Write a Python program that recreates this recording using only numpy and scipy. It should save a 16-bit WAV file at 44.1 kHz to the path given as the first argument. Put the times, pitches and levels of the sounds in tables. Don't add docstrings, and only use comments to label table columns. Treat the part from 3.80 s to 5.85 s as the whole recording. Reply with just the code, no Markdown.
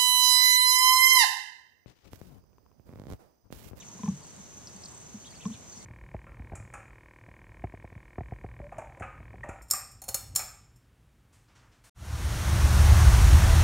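import sys
import numpy as np
from scipy import signal
from scipy.fft import rfft, irfft
from scipy.io import wavfile

SR = 44100
rng = np.random.default_rng(int(sys.argv[2]) if len(sys.argv) > 2 else 0)


def master(y):
    cut = np.clip(np.atleast_2d(y).T, -1, 1)
    pcm = np.round(cut * 32767)
    wavfile.write(sys.argv[1], SR, pcm.astype(np.int16))


N = 90404
T = np.arange(N) / SR
BIN_HZ = np.arange(N // 2 + 1) * SR / N

# frequency in Hz, relative level in dB.
AIR_SPECTRUM = [(20, -11), (40, -11), (65, 1), (110, 2.5), (200, 1), (320, -4.5), (600, -8), (1000, -10.5),
                (1500, -15), (2500, -17.5), (5000, -18), (9000, -25), (12000, -30), (15500, -37.5)]
# frequency in Hz, left-right correlation.
AIR_CORRELATION = [(30, .0), (80, 0.12), (170, 0.34), (300, 0.43), (500, 0.2), (1000, 0.49), (2000, 0.29),
                   (6000, 0.23), (14000, 0.12)]
# frequency in Hz, relative level in dB.
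CHORUS_SPECTRUM = [(4800, -39), (5500, -10), (5850, -0.5), (6350, 1.5), (6900, -2.5), (7600, -6),
                   (8300, -13), (9500, -31.5)]
# time in seconds, level in dB.
CHORUS_RIDE = [(0, -51.5), (.22, -51), (.36, -54), (.65, -51.5), (.95, -53.5), (1.4, -53), (2.05, -51.5)]
# start and length in seconds, level in dB, first, middle and last pitch in Hz.
BIRD_CHIRPS = [(.0, 0.035, -54.5, 3910, 3200, 1800), (0.014, 0.033, -63, 3730, 3050, 2800),
               (1.444, 0.027, -52.5, 2280, 3740, 3540), (1.464, .022, -55, 3550, 3290, 3420),
               (1.52, 0.031, -60, 1806, 2350, 3300), (1.601, 0.018, -53.5, 2205, 2970, 3840),
               (1.608, 0.034, -54.5, 3760, 2990, 2240), (1.716, 0.0268, -54.5, 2604, 3554, 3290),
               (1.734, .026, -56.5, 3530, 2685, 2370), (1.735, 0.023, -56.5, 4220, 3660, 2710),
               (1.918, 0.024, -54, 6680, 6600, 5670), (1.955, .022, -53, 6250, 5750, 5360),
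               (1.995, 0.045, -61, 2070, 2110, 2090)]
# start in seconds, level in dB.
BIRD_PEEPS = [(0.418, -59.5), (.472, -62), (.912, -65), (.958, -61), (1.008, -60), (1.407, -62),
              (1.452, -59), (1.497, -55), (1.547, -56), (1.913, -57), (1.956, -58.5), (1.999, -58.5)]
# start in seconds, level in dB, pitch in Hz.
MOUNT_BUMPS = [(0.05, -49.5, 134), (0.142, -45.5, 196), (.192, -39.5, 220), (0.231, -25.5, 202.6),
               (0.259, -34.5, 187), (0.278, -18, 190.5), (0.31, -32.5, 197), (.327, -37, 151),
               (0.349, -42, 160), (0.393, -48, 140), (0.571, -45, 202), (0.587, -47, 211),
               (0.947, -46, 197), (1.339, -34.5, 214), (1.3588, -47, 215), (1.6528, -23.5, 195.3),
               (1.673, -35.5, 227), (1.690, -36.5, 226.5), (1.704, -33, 220.7), (1.735, -43.5, 106),
               (1.961, -45, 222)]
# pitch ratio, relative level in dB, length ratio.
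MOUNT_MODES = [(.33, -30, 1.4), (.51, -20.5, 1.47), (0.769, -27, 3.4), (1.001, -0.5, 1.056)]
# start in seconds, ring level in dB, pitch in Hz, click gain in dB.
JOINT_KNOCKS = [(.1915, -45.5, 1024, -60), (.2332, -37.5, 1010, -39.5), (.2585, -41, 1027, -42),
                (.2775, -39, 857, -42.5), (.283, -43, 1110, -67), (1.6533, -38.5, 1060, -38.5),
                (1.66, -45, 1096, -66), (1.699, -54, 1060, -70)]
# pitch in Hz, relative level in dB, rise in seconds.
JOINT_WEAK_MODES = [(440.5, -11.5, 0.0076), (617, -21.5, 0.0032), (1724, -20.5, 0.0041),
                    (2425, -17.5, 0.0026)]
# frequency in Hz, relative level in dB.
CLICK_SPECTRUM = [(250, 1), (600, 6), (1000, -0.5), (1400, -12), (2400, -2), (3500, -1), (4800, -12),
                  (9000, -27)]
# peak time in seconds, level in dB.
JOINT_RUBS = [(.10, -60), (.425, -59.5), (.48, -66), (1.13, -60)]
# peak time in seconds, level in dB.
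MAIN_CRICKET_PHRASES = [(.53, -57), (1.14, -53.5), (1.69, -57), (2.15, -55)]
# peak time in seconds, level in dB.
THIN_CRICKET_PHRASES = [(.29, -64.5), (.85, -69), (1.50, -63), (2.03, -65)]
# start in seconds, gain in dB, centre in Hz, decay in seconds.
DRY_TICKS = [(0.244, -47.5, 5570, .002), (0.272, -48, 6000, 0.0018), (0.2874, -37.5, 6320, 0.0025),
             (0.8718, -36.5, 5160, 0.0021), (0.878, -46.5, 4780, 0.0035), (1.0371, -34, 5160, 0.001),
             (1.0405, -38, 4930, 0.00069), (1.0572, -39.5, 4850, 0.00074), (1.0598, -39.5, 4640, 0.0022),
             (1.6636, -43, 5680, 0.0017)]


def undb(db):
    return 10 ** (np.asarray(db) / 20)


def unit(x):
    return x / np.sqrt(np.mean(x ** 2))


def on_bins(points):
    hz, value = np.array(points, float).T
    return np.interp(np.log(BIN_HZ + 1), np.log(np.sort(hz)), value)


def noise(spectrum):
    return unit(irfft(rfft(rng.standard_normal(N)) * undb(on_bins(spectrum)), N))


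def resonate(x, hz, width_hz):
    edges = np.clip([hz - width_hz / 2, hz + width_hz / 2], 20, SR / 2 - 20)
    return signal.sosfilt(signal.butter(2, edges, "bandpass", fs=SR, output="sos"), x)


def band(hz, width_hz):
    return unit(resonate(rng.standard_normal(N), hz, width_hz))


def wander(rate_hz):
    smoothing = np.exp(-(BIN_HZ / rate_hz) ** 2) * (BIN_HZ > 0)
    return unit(irfft(rfft(rng.standard_normal(N)) * smoothing, N))


def decay(start, fall_s):
    return (T >= start) * np.exp(-np.maximum(T - start, 0) / fall_s)


def swell(t, rise_s, shape):
    return (t / rise_s * np.exp(1 - t / rise_s)) ** shape


def phrases(peaks, swell_s, fade_s):
    return sum(undb(db) * np.exp(-((T - peak) / np.where(T < peak, swell_s, fade_s)) ** 2)
               for peak, db in peaks)


def add(out, start, x):
    i = max(int(start * SR), 0)
    out[i:i + len(x)] += x[:max(N - i, 0)]


def place(x, lag_us, pan_db=0):
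    left = irfft(rfft(x) * np.exp(-2j * np.pi * BIN_HZ * lag_us * 1e-6), N)
    return np.array([left * undb(pan_db / 2), x * undb(-pan_db / 2)])


def air():
    correlation = on_bins(AIR_CORRELATION)
    mid = irfft(rfft(noise(AIR_SPECTRUM)) * np.sqrt(1 + correlation), N)
    side = irfft(rfft(noise(AIR_SPECTRUM)) * np.sqrt(1 - correlation), N)
    gain_db = -54.5 + 0.35 * wander(rate_hz=4)
    return np.array([mid + side, mid - side]) * undb(gain_db)


def insect_chorus():
    flutter = undb(3.2 * wander(rate_hz=47))
    near = place(noise(CHORUS_SPECTRUM) * flutter, lag_us=60.5, pan_db=-1.2)
    around = np.array([noise(CHORUS_SPECTRUM), noise(CHORUS_SPECTRUM)])
    level_db = np.interp(T, *np.array(CHORUS_RIDE).T)
    return unit(near + undb(-2.7) * around) * undb(level_db)


def whistle(length_s, pitches_hz, tremble):
    progress = np.linspace(0, 1, int(length_s * SR))
    bend_hz = np.polyval(np.polyfit([0, 0.5, 1], pitches_hz, 2), progress)
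    hz = bend_hz * np.roll(tremble, rng.integers(N))[:len(progress)]
    envelope = np.abs(np.sin(np.pi * progress)) ** 0.19
    return envelope * np.sin(2 * np.pi * np.cumsum(hz) / SR)


def birds():
    chirps, peeps = np.zeros(N), np.zeros(N)
    tremble = 1 + 0.017 * wander(rate_hz=220)
    for start, length_s, db, *pitches_hz in BIRD_CHIRPS:
        add(chirps, start, undb(db) * whistle(length_s, pitches_hz, tremble))
    for start, db in BIRD_PEEPS:
        peep = whistle(length_s=0.0243, pitches_hz=(4810, 4640, 4220), tremble=tremble)
        add(peeps, start, undb(db) * peep)
    rasp = wander(rate_hz=257)
    chirps *= undb(1.5 * rasp)
    peeps *= undb(-2 * rasp)
    bushes = (rng.standard_normal((2, N)) * decay(start=0.0026, fall_s=0.015))[:, :SR // 5]
    echo = np.array([signal.fftconvolve(chirps + peeps, b / np.linalg.norm(b))[:N] for b in bushes])
    return place(chirps, lag_us=43) + place(peeps, lag_us=22) + undb(-1.5) * echo


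def mount_thuds():
    out, t = np.zeros(N), T[:SR // 8]
    for start, db, hz in MOUNT_BUMPS:
        for pitch_ratio, mode_db, length_ratio in MOUNT_MODES:
            envelope = swell(t, rise_s=0.012 * length_ratio, shape=3.55)
            add(out, start, undb(db + mode_db) * envelope * np.cos(2 * np.pi * hz * pitch_ratio * t))
    return place(out, lag_us=19, pan_db=0.5)


def joint_rattle():
    rings, clicks, t = np.zeros(N), np.zeros(N), T[:SR // 12]
    crack = noise(CLICK_SPECTRUM)
    main_rise_s, click_top_hz = 0.0031, 3900
    for start, db, hz, click_db in JOINT_KNOCKS:
        for mode_hz, mode_db, rise_s in [(hz, 0, main_rise_s), *JOINT_WEAK_MODES]:
            ring = swell(t, rise_s, shape=0.93) * np.sin(2 * np.pi * mode_hz * t)
            add(rings, start, undb(db + mode_db) * ring)
        clicks += undb(click_db) * crack * decay(start, fall_s=0.0014)
    dull_clicks = signal.sosfilt(signal.butter(4, click_top_hz, fs=SR, output="sos"), clicks)
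    rubs = band(970, width_hz=230) * phrases(JOINT_RUBS, swell_s=0.022, fade_s=0.035)
    return place(rings + dull_clicks + rubs, lag_us=10, pan_db=2.5)


def wing_strokes(rate_hz, depth, jitter):
    stroke_hz = rate_hz * (1 + jitter * wander(rate_hz=5.3))
    return unit(np.exp(depth * np.cos(2 * np.pi * np.cumsum(stroke_hz) / SR)))


def crickets():
    main = unit(band(7950, width_hz=510) + undb(6) * band(7700, width_hz=670))
    main *= wing_strokes(30, depth=0.73, jitter=0.079) * wing_strokes(91, depth=0.6, jitter=0.145)
    main *= phrases(MAIN_CRICKET_PHRASES, swell_s=0.24, fade_s=0.12)
    thin = band(8550, width_hz=340) * wing_strokes(54, depth=0.3, jitter=0.1)
    thin *= phrases(THIN_CRICKET_PHRASES, swell_s=0.11, fade_s=0.08)
    return place(main, lag_us=52.5, pan_db=-1.5) + place(thin, lag_us=42.4, pan_db=-2)


def ticks():
    out, t = np.zeros(N), T[:SR // 10]
    width_hz, tail_db, tail_s = 830, -20.5, 0.023
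    for start, db, hz, fall_s in DRY_TICKS:
        grit = unit(resonate(rng.standard_normal(2 * len(t)), hz, width_hz))[len(t):]
        envelope = np.exp(-t / fall_s) + undb(tail_db) * np.exp(-t / tail_s)
        add(out, start, undb(db) * resonate(grit * envelope, hz, 2 * width_hz))
    return place(out, lag_us=26)


def scene():
    return air() + insect_chorus() + birds() + mount_thuds() + joint_rattle() + crickets() + ticks()


def record(dry):
    top_hz = 15700
    return signal.sosfilt(signal.ellip(12, 0.1, 80, top_hz, fs=SR, output="sos"), dry)


dry = scene()
out = record(dry)
master(out)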